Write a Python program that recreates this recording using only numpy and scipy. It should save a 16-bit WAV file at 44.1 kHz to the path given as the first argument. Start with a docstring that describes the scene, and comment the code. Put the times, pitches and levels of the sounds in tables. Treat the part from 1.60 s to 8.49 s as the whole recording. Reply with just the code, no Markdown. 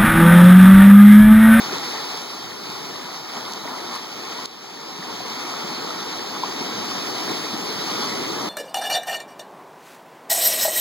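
"""Surf washes over a rocky shore: noise and showers of damped sines make roar, churn, wash and fizzing spray.
It starts strong and eases over the first second, while puffs of breeze rumble as band-passed noise around 150 Hz.
Air pockets gulp as swelling, rising sines and drops snap on rock as short cracks with noise spatter throughout.
Near 2.9 s one sharp snap makes the camera's limiter duck, and the sea swells back over most of a second.
A loud, mid-pitched gulp of air stands out near 4.8 s, and the surf grows again; two ports hear it over faint hiss."""
import sys
import numpy as np
from scipy import signal
from scipy.fft import rfft, irfft, next_fast_len
from scipy.io import wavfile
from scipy.ndimage import uniform_filter1d, minimum_filter1d, map_coordinates

SR = 44100
rng = np.random.default_rng(int(sys.argv[2]) if len(sys.argv) > 2 else 0)


def file_out(sig):
    """Save sig as 16-bit WAV at sys.argv[1]."""
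    # one column per channel
    cols = np.atleast_2d(sig).T
    # limit, then scale
    lim = np.clip(cols, -1, 1)
    pcm = np.round(lim * 32767).astype(np.int16)
    wavfile.write(sys.argv[1], SR, pcm)


N = 303849
TIME = np.arange(N) / SR  # s

# Levels of sources are those ahead of the ports and the limiter; colours are relative spectra.
# steady microphone hiss: frequency_hz, density_db (per Hz)
HISS_COLOUR = [(6000, -20), (10000, -5), (13000, -3), (15500, 0)]
# puffs of breeze on the ports: peak_s, level_db, half_length_s (power falls to 1/e)
BREEZE_PUFFS = [(.07, -53, 0.049), (0.604, -53.5, .04), (0.88, -47, 0.041), (1.11, -50, .04),
                (1.27, -53, .06), (1.44, -52, .045), (1.64, -53.5, .06), (1.846, -54, 0.052),
                (2.04, -47, 0.031), (3.662, -53, .06), (5.37, -49, 0.053)]
# colour of their rumble: frequency_hz, density_db (per Hz)
BREEZE_COLOUR = [(25, -22), (55, -22), (85, -3.5), (125, 10), (170, 12), (300, -64)]
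# drops that hit the rocks, ahead of their filters: start_s, crack_peak_db, spatter_db (rms at its crest)
DROP_SNAPS = [(.184, -12, -35), (.575, -12, -31), (.618, -23, -28), (1.102, -17, -34), (1.923, -14, -35),
              (1.936, -11, -36), (2.352, -23, -26), (2.359, -28, -32), (2.858, .7, -18), (3.024, -19, -33),
              (3.378, -17, -36), (3.682, -20, -33), (4.573, -16, -35), (6.636, -14, -35)]
SPATTER_S = 0.00094  # swell time of the droplets
# pockets of air that gulp between the rocks: start_s, pitch_hz (at the crest), peak_db
AIR_GULPS = [(0.095, 1390, -25), (.126, 366, -24), (.147, 3208, -25), (.541, 441, -27), (.575, 890, -26),
             (.6325, 9657, -33), (1.058, 11035, -38), (1.085, 192, -39), (1.117, 1040, -27),
             (1.358, 1044, -30), (1.736, 3176, -28.5), (1.762, 218, -35), (1.768, 3100, -26.5),
             (1.809, 3090, -28), (1.852, 3477, -23), (1.882, 2917, -31), (2.051, 616, -26),
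             (2.076, 1959, -24.5), (2.0875, 10917, -36), (2.343, 4000, -25), (2.351, 2939, -27),
             (2.358, 9959, -30), (2.360, 1170, -22.5), (2.854, 4155, -23), (3.385, 177, -30),
             (3.425, 1851, -22), (3.602, 664, -25.5), (3.844, 340, -31), (3.937, 1250, -23),
             (4.035, 188, -33.5), (4.242, 441, -26), (4.306, 1280, -22), (4.463, 430, -29),
             (4.6215, 8085, -35), (4.6386, 13824, -35), (4.763, 1173, -24), (4.834, 965, -13.5),
             (4.843, 850, -24), (5.006, 250, -26), (5.011, 380, -23), (5.288, 2906, -27),
             (5.315, 1160, -21), (5.390, 3294, -24.5), (5.715, 398, -27), (5.929, 215, -26.5),
             (5.937, 322, -23.5), (6.528, 364, -33)]
# swell time at the given pitch; lower pockets are slower by the given power
GULP_SWELL_S, GULP_PITCH_HZ, GULP_SLOWS = 0.0029, 990, 0.82
# strength of the surf, ahead of ripple and laps: time_s, wash_level_db
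SURF_STRENGTH = [(0, -29.5), (.3, -30.5), (.42, -31.5), (.56, -31), (.7, -34.5), (.95, -36.5),
                 (1.15, -34.5), (1.62, -36.5), (2.2, -35.5), (2.46, -36.5), (2.7, -34), (3.1, -32.6),
                 (3.75, -34), (4.9, -31.5), (5.25, -30.5), (5.6, -29.5), (6.0, -31.5), (6.3, -29),
                 (6.89, -30.5)]
# nearness of the breakers, ahead of heave and laps: time_s, roar_level_db
BREAKER_NEARNESS = [(0, -35.5), (.55, -39.5), (.75, -42), (1.28, -38.5), (1.6, -43), (2.2, -39),
                    (2.48, -43), (2.82, -38.5), (2.95, -36.5), (3.6, -38.5), (4.3, -38), (4.9, -35.5),
                    (5.58, -33.5), (5.85, -35), (6.2, -33), (6.45, -32), (6.65, -31.5), (6.89, -33.5)]
# wavelets that lap over the rocks: crest_s, roar_db, churn_db, wash_db, rise_s (from 1/e of the power)
LAP_WAVES = [(.16, -37, -34, -36, .039), (1.77, -45, -34, -37, 0.043), (1.92, -43.5, -39.5, -39, 0.12),
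             (2.14, -44, -35, -44, 0.071), (2.27, -42, -37, -42, 0.052), (2.352, -43, -32, -33.5, 0.033),
             (2.58, -41, -51, -53, 0.044), (3.15, -48, -47, -40, 0.046), (3.28, -44, -37, -45, 0.067),
             (3.5, -38, -35, -40, 0.058), (3.7, -48, -52, -38, .04), (3.95, -57, -35.5, -36.5, 0.19),
             (4.27, -39, -37, -39, 0.16), (5.21, -34, -41, -43, 0.03), (5.51, -36, -45, -46, 0.03),
             (5.715, -31, -38, -32.5, 0.029), (6.44, -43, -32, -31, 0.037), (6.85, -33.5, -35, -40, .05)]
LAP_FALL = 0.55  # fall time over rise time
# spray against the wash: time_s, level_db
SPRAY_LEVEL_DB = [(0, -12.6), (2.3, -12.4), (2.6, -13.8), (5.2, -14.2), (5.6, -12.2), (6.89, -12.4)]
# foam level at the usual strength (dB), its growth (dB per dB of strength), that strength (dB)
CHURN_DB, CHURN_GROWS, USUAL_DB = -33, 0.85, -30
# colours of the four layers of the surf: frequency_hz, density_db (per Hz)
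ROAR_COLOUR = [(25, -32), (50, -29), (75, -23), (110, -9.5), (160, -6.5), (240, -1.5), (340, 1), (440, 0.5),
               (520, -4), (640, -8), (1200, -74)]
CHURN_COLOUR = [(250, -81), (490, -6), (590, -6.5), (750, -1.54), (950, -0.5), (1200, -1.5), (1420, -3.5),
                (1650, -19), (2800, -58)]
WASH_COLOUR = [(700, -70), (1400, -16), (1600, -4), (1850, -2), (2150, -1.3), (2550, -5.1), (3200, -2.0),
               (4200, 0.3), (5400, -1.1), (6100, -5.1), (6800, -9.7), (7400, -15.5), (8200, -28),
               (13000, -80)]
SPRAY_COLOUR = [(3000, -60), (6300, -12), (7600, -3), (8500, -3.5), (10300, -1.5), (12500, -5), (15500, -4)]
# turn from mid towards side, besides that of the port lag: frequency_hz, angle_rad
PORT_WIDTH = [(40, 1.25), (105, .95), (180, .42), (280, .36), (450, .73), (550, 1.02), (650, .67),
              (800, .31), (1000, .23), (1378, 0), (1600, .18), (2200, 0), (2540, -.21), (2756, 0),
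              (2950, .11), (3500, 0)]
# likeness of side to mid a quarter cycle apart, positive where left leads: frequency_hz, likeness (-1 to 1)
PORT_LEAD = [(120, -.2), (250, .65), (460, .8), (640, -.8), (850, -.55), (1250, -.1), (1700, .5), (2100, 0),
             (3100, .55), (3600, .8), (5200, .9), (7500, .8), (12000, .7)]
# left minus right: frequency_hz, difference_db
PORT_TILT = [(150, -1), (300, 1.5), (500, 4), (700, 1.8), (1000, 1.4), (1400, 0), (2100, -1.3), (2700, 0)]
PORT_LAG_S = 16 / SR
TOP_HZ = 15830  # band limit of the camera


def amp(db):
    """Logarithmic level: decibels become a linear gain."""
    return 10 ** (np.asarray(db) / 20)


def unit(x):
    """Normalization: the signal is scaled to rms 1."""
    return x / np.sqrt(np.mean(x ** 2) + 1e-20)


def along(points, hz):
    """Interpolation: (frequency, value) points are read on a logarithmic frequency axis."""
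    f, v = np.transpose(points)
    return np.interp(np.log(hz + 1), np.log(f + 1), v)


def over_time(points):
    """Interpolation: (time, value) points become a curve of straight segments."""
    return np.interp(TIME, *np.transpose(points))


def wobble(rate):
    """Slow random modulation: a smooth curve through random knots, `rate` of them a second."""
    knots = rng.standard_normal(int(N * rate / SR) + 4)
    return map_coordinates(knots, [TIME * rate])


def filtered(x, response):
    """Linear filtering: the spectrum is multiplied by a response of frequency."""
    m = next_fast_len(N + 8192)
    spectrum = rfft(x, m) * response(np.fft.rfftfreq(m, 1 / SR))
    return irfft(spectrum, m)[..., :N]


def coloured(x, colour):
    """Spectral shaping: the signal takes on a colour and is scaled to rms 1."""
    return unit(filtered(x, lambda hz: amp(along(colour, hz))))


def hiss(level_db=-53):
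    """Self-noise: the microphone adds a faint, bright, steady random signal."""
    return amp(level_db) * coloured(rng.standard_normal((2, N)), HISS_COLOUR)


def breeze():
    """Turbulent pressure: each puff of air rumbles briefly, independently at each port."""
    power = sum(amp(db) ** 2 * np.exp(-((TIME - s) / half) ** 2) for s, db, half in BREEZE_PUFFS)
    return np.sqrt(power) * coloured(rng.standard_normal((2, N)), BREEZE_COLOUR)


def snaps(pitch_hz=4600, life_s=.00007, dull_hz=7500):
    """Impact radiation: a drop hits stone with one sharp cycle, then a short spatter of droplets."""
    cracks, spatters = np.zeros((2, N + SR))
    t = np.arange(SR // 20) / SR
    crack = np.sin(2 * np.pi * pitch_hz * t) * t * np.exp(-t / life_s)
    crack /= np.abs(crack).max()
    swell = t / SPATTER_S * np.exp(1 - t / SPATTER_S)
    for s, crack_db, spatter_db in DROP_SNAPS:
        start = round(s * SR)
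        cracks[start:][:len(t)] += amp(crack_db) * crack
        spatters[start:][:len(t)] += amp(spatter_db) * rng.standard_normal(len(t)) * swell
    spatter = filtered(spatters[:N], lambda hz: 1 / (1 + (hz / dull_hz) ** 2))
    # so small a drop radiates little bass
    return filtered(cracks[:N] + spatter, lambda hz: hz ** 4 / (hz ** 4 + 2400 ** 4))


def gulps(glide=0.051):
    """Bubble resonance: trapped air swells and dies quickly, rising a little in pitch as it surfaces."""
    out, t = np.zeros(N + SR), np.arange(SR // 10) / SR
    for s, hz, db in AIR_GULPS:
        u = t / (GULP_SWELL_S * (GULP_PITCH_HZ / hz) ** GULP_SLOWS)  # time in swell times
        cycles = np.cumsum(hz * (1 + glide * (u - 1))) / SR
        envelope = (u * np.exp(1 - u)) ** 3
        out[round(s * SR):][:len(t)] += amp(db) * envelope * np.sin(2 * np.pi * cycles)
    return out[:N]


def rush(patchy_db):
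    """Random superposition: countless far bubbles are two unrelated noises with drifting patches of gain."""
    spectra = signal.stft(rng.standard_normal((2, N)), nperseg=512)[2]
    field = rng.standard_normal(spectra.shape[1:])
    field = uniform_filter1d(field, size=5, axis=0)  # along frequency
    field = uniform_filter1d(field, size=10, axis=1)  # along time
    return unit(signal.istft(spectra * amp(patchy_db * unit(field)), nperseg=512)[1][:, :N])


def bubbles(count, pitch_hz, spread, cycles, scatter_db, size):
    """Damped resonance: near bubbles ring and rise a little in pitch, in two unrelated showers."""
    chance = rng.random((count, 3))  # for strength, start and channel
    hz = np.clip(pitch_hz * np.exp(spread * rng.standard_normal((count, 1))), 60, TOP_HZ)
    strength = amp(-scatter_db * np.log(np.clip(chance[:, :1], .01, 1)))
    age = hz * np.arange(size) / SR / cycles  # in lifetimes
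    envelope = strength * np.exp(-age) * (1 - np.exp(-6 * age))
    rings = envelope * np.sin(2 * np.pi * cycles * age * (1 + 0.025 * np.minimum(age, 4)))
    # both channels lie end to end while the rings are summed
    start = (chance[:, 1:2] * N).astype(int) + N * (chance[:, 2:] < .5)
    shower = np.bincount((start + np.arange(size)).ravel(), rings.ravel(), 2 * N + size)
    return unit(shower[:2 * N].reshape(2, N))


def water(colour, level_db, far, near):
    """Superposition: far and near bubbles share one colour and follow a level in time."""
    return amp(level_db) * coloured(far + near, colour)


def laps():
    """Addition of power: wavelets swell to a crest and drain away in roar, churn and wash."""
    power = np.zeros((3, N))
    for s, roar_db, churn_db, wash_db, rise in LAP_WAVES:
        u = (TIME - s) / rise
        shape = np.exp(-np.where(u < 0, u, u / LAP_FALL) ** 2)
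        power += amp([[roar_db], [churn_db], [wash_db]]) ** 2 * shape
    return power


def levels(ripple_db=0.15, heave_db=0.03):
    """Energy balance in dB: roar follows the breakers, churn and wash the surf; laps add to all three."""
    strength_db = over_time(SURF_STRENGTH) + ripple_db * wobble(16)
    roar_db = over_time(BREAKER_NEARNESS) + heave_db * wobble(14)
    churn_db = CHURN_DB + CHURN_GROWS * (strength_db - USUAL_DB)
    return 10 * np.log10(amp([roar_db, churn_db, strength_db]) ** 2 + laps())


def deepened(roar, level_db, corner_hz=220, growth=0.14):
    """Size and pitch: stronger breakers trap bigger air clouds, so the bass swells more than the rest."""
    bass = filtered(roar, lambda hz: 1 / (1 + (hz / corner_hz) ** 6))
    bass_gain = amp(growth * (level_db - np.percentile(level_db, 65)))
    return roar + bass * (bass_gain - 1)


def surf():
    """Bubble acoustics: big air clouds roar, smaller bubbles churn and wash, fine spray fizzes."""
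    roar_db, churn_db, wash_db = levels()
    slosh = wobble(36)  # quick splashes lift the upper layers together
    spray_db = wash_db + over_time(SPRAY_LEVEL_DB) + .35 * slosh + .3 * wobble(90)
    roar = water(
        ROAR_COLOUR, roar_db, rush(patchy_db=0.0),
        amp(-25) * bubbles(count=1400, pitch_hz=291.2, spread=0.406, cycles=4.0, scatter_db=2, size=1800))
    churn = water(
        CHURN_COLOUR, churn_db + 0.2 * slosh, rush(patchy_db=1.05),
        amp(-21.5) * bubbles(count=3600, pitch_hz=997, spread=0.355, cycles=4.3, scatter_db=2.0, size=900))
    wash = water(
        WASH_COLOUR, wash_db + .55 * slosh, rush(patchy_db=1.4),
        amp(-15.5) * bubbles(count=7000, pitch_hz=3526, spread=0.445, cycles=4.1, scatter_db=3.0, size=500))
    spray = water(
        SPRAY_COLOUR, spray_db, rush(patchy_db=1.3),
        amp(-13) * bubbles(count=9000, pitch_hz=9500, spread=.3, cycles=2.5, scatter_db=3.8, size=80))
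    return deepened(roar, roar_db) + churn + wash + spray


def ports(direct, diffuse):
    """Interference: the lag between two ports turns the treble round and round between mid and side."""
    def angle(hz):
        return along(PORT_WIDTH, hz) + np.pi * np.maximum(hz * PORT_LAG_S - .5, 0)

    def lead(hz):
        return np.clip(along(PORT_LEAD, hz), -1, 1)

    mid = filtered(direct, lambda hz: np.cos(angle(hz)))
    # 1j puts the related part of the side a quarter cycle from the mid
    side = filtered(direct, lambda hz: 1j * lead(hz) * np.sin(angle(hz)))
    side += filtered(diffuse, lambda hz: np.sqrt(1 - lead(hz) ** 2) * np.sin(angle(hz)))
    left_right = np.array([mid + side, mid - side])
    return filtered(left_right, lambda hz: amp(np.outer([.5, -.5], along(PORT_TILT, hz))))


def limiter(x, ceiling_db, hold_s, release_db_per_s, size=65):
    """Gain control: a peak over the ceiling pulls the gain down just ahead; it holds, then creeps back."""
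    peak_db = 20 * np.log10(np.abs(x).max(axis=0) + 1e-9)
    excess = np.maximum(peak_db - ceiling_db, 0)
    span = 2 * int(hold_s * SR / 2) + 1
    held = -minimum_filter1d(-excess, span, origin=span // 2)
    release = release_db_per_s * TIME
    cut = np.maximum.accumulate(held + release) - release
    # look ahead by `size` samples and smooth the step
    return x * amp(uniform_filter1d(minimum_filter1d(-cut, size), size))


def scene():
    """Superposition: sea, hiss and single splashes pass the two ports, and the breeze is added."""
    direct, diffuse = surf() + hiss()
    return ports(direct + gulps() + snaps(), diffuse) + breeze()


def record(dry):
    """Band limitation: the camera limits peaks and keeps nothing above its top frequency."""
    limited = limiter(dry, ceiling_db=-11.0, hold_s=0.06, release_db_per_s=12.5)
    return filtered(limited, lambda hz: hz < TOP_HZ)


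dry = scene()
out = record(dry)
file_out(out)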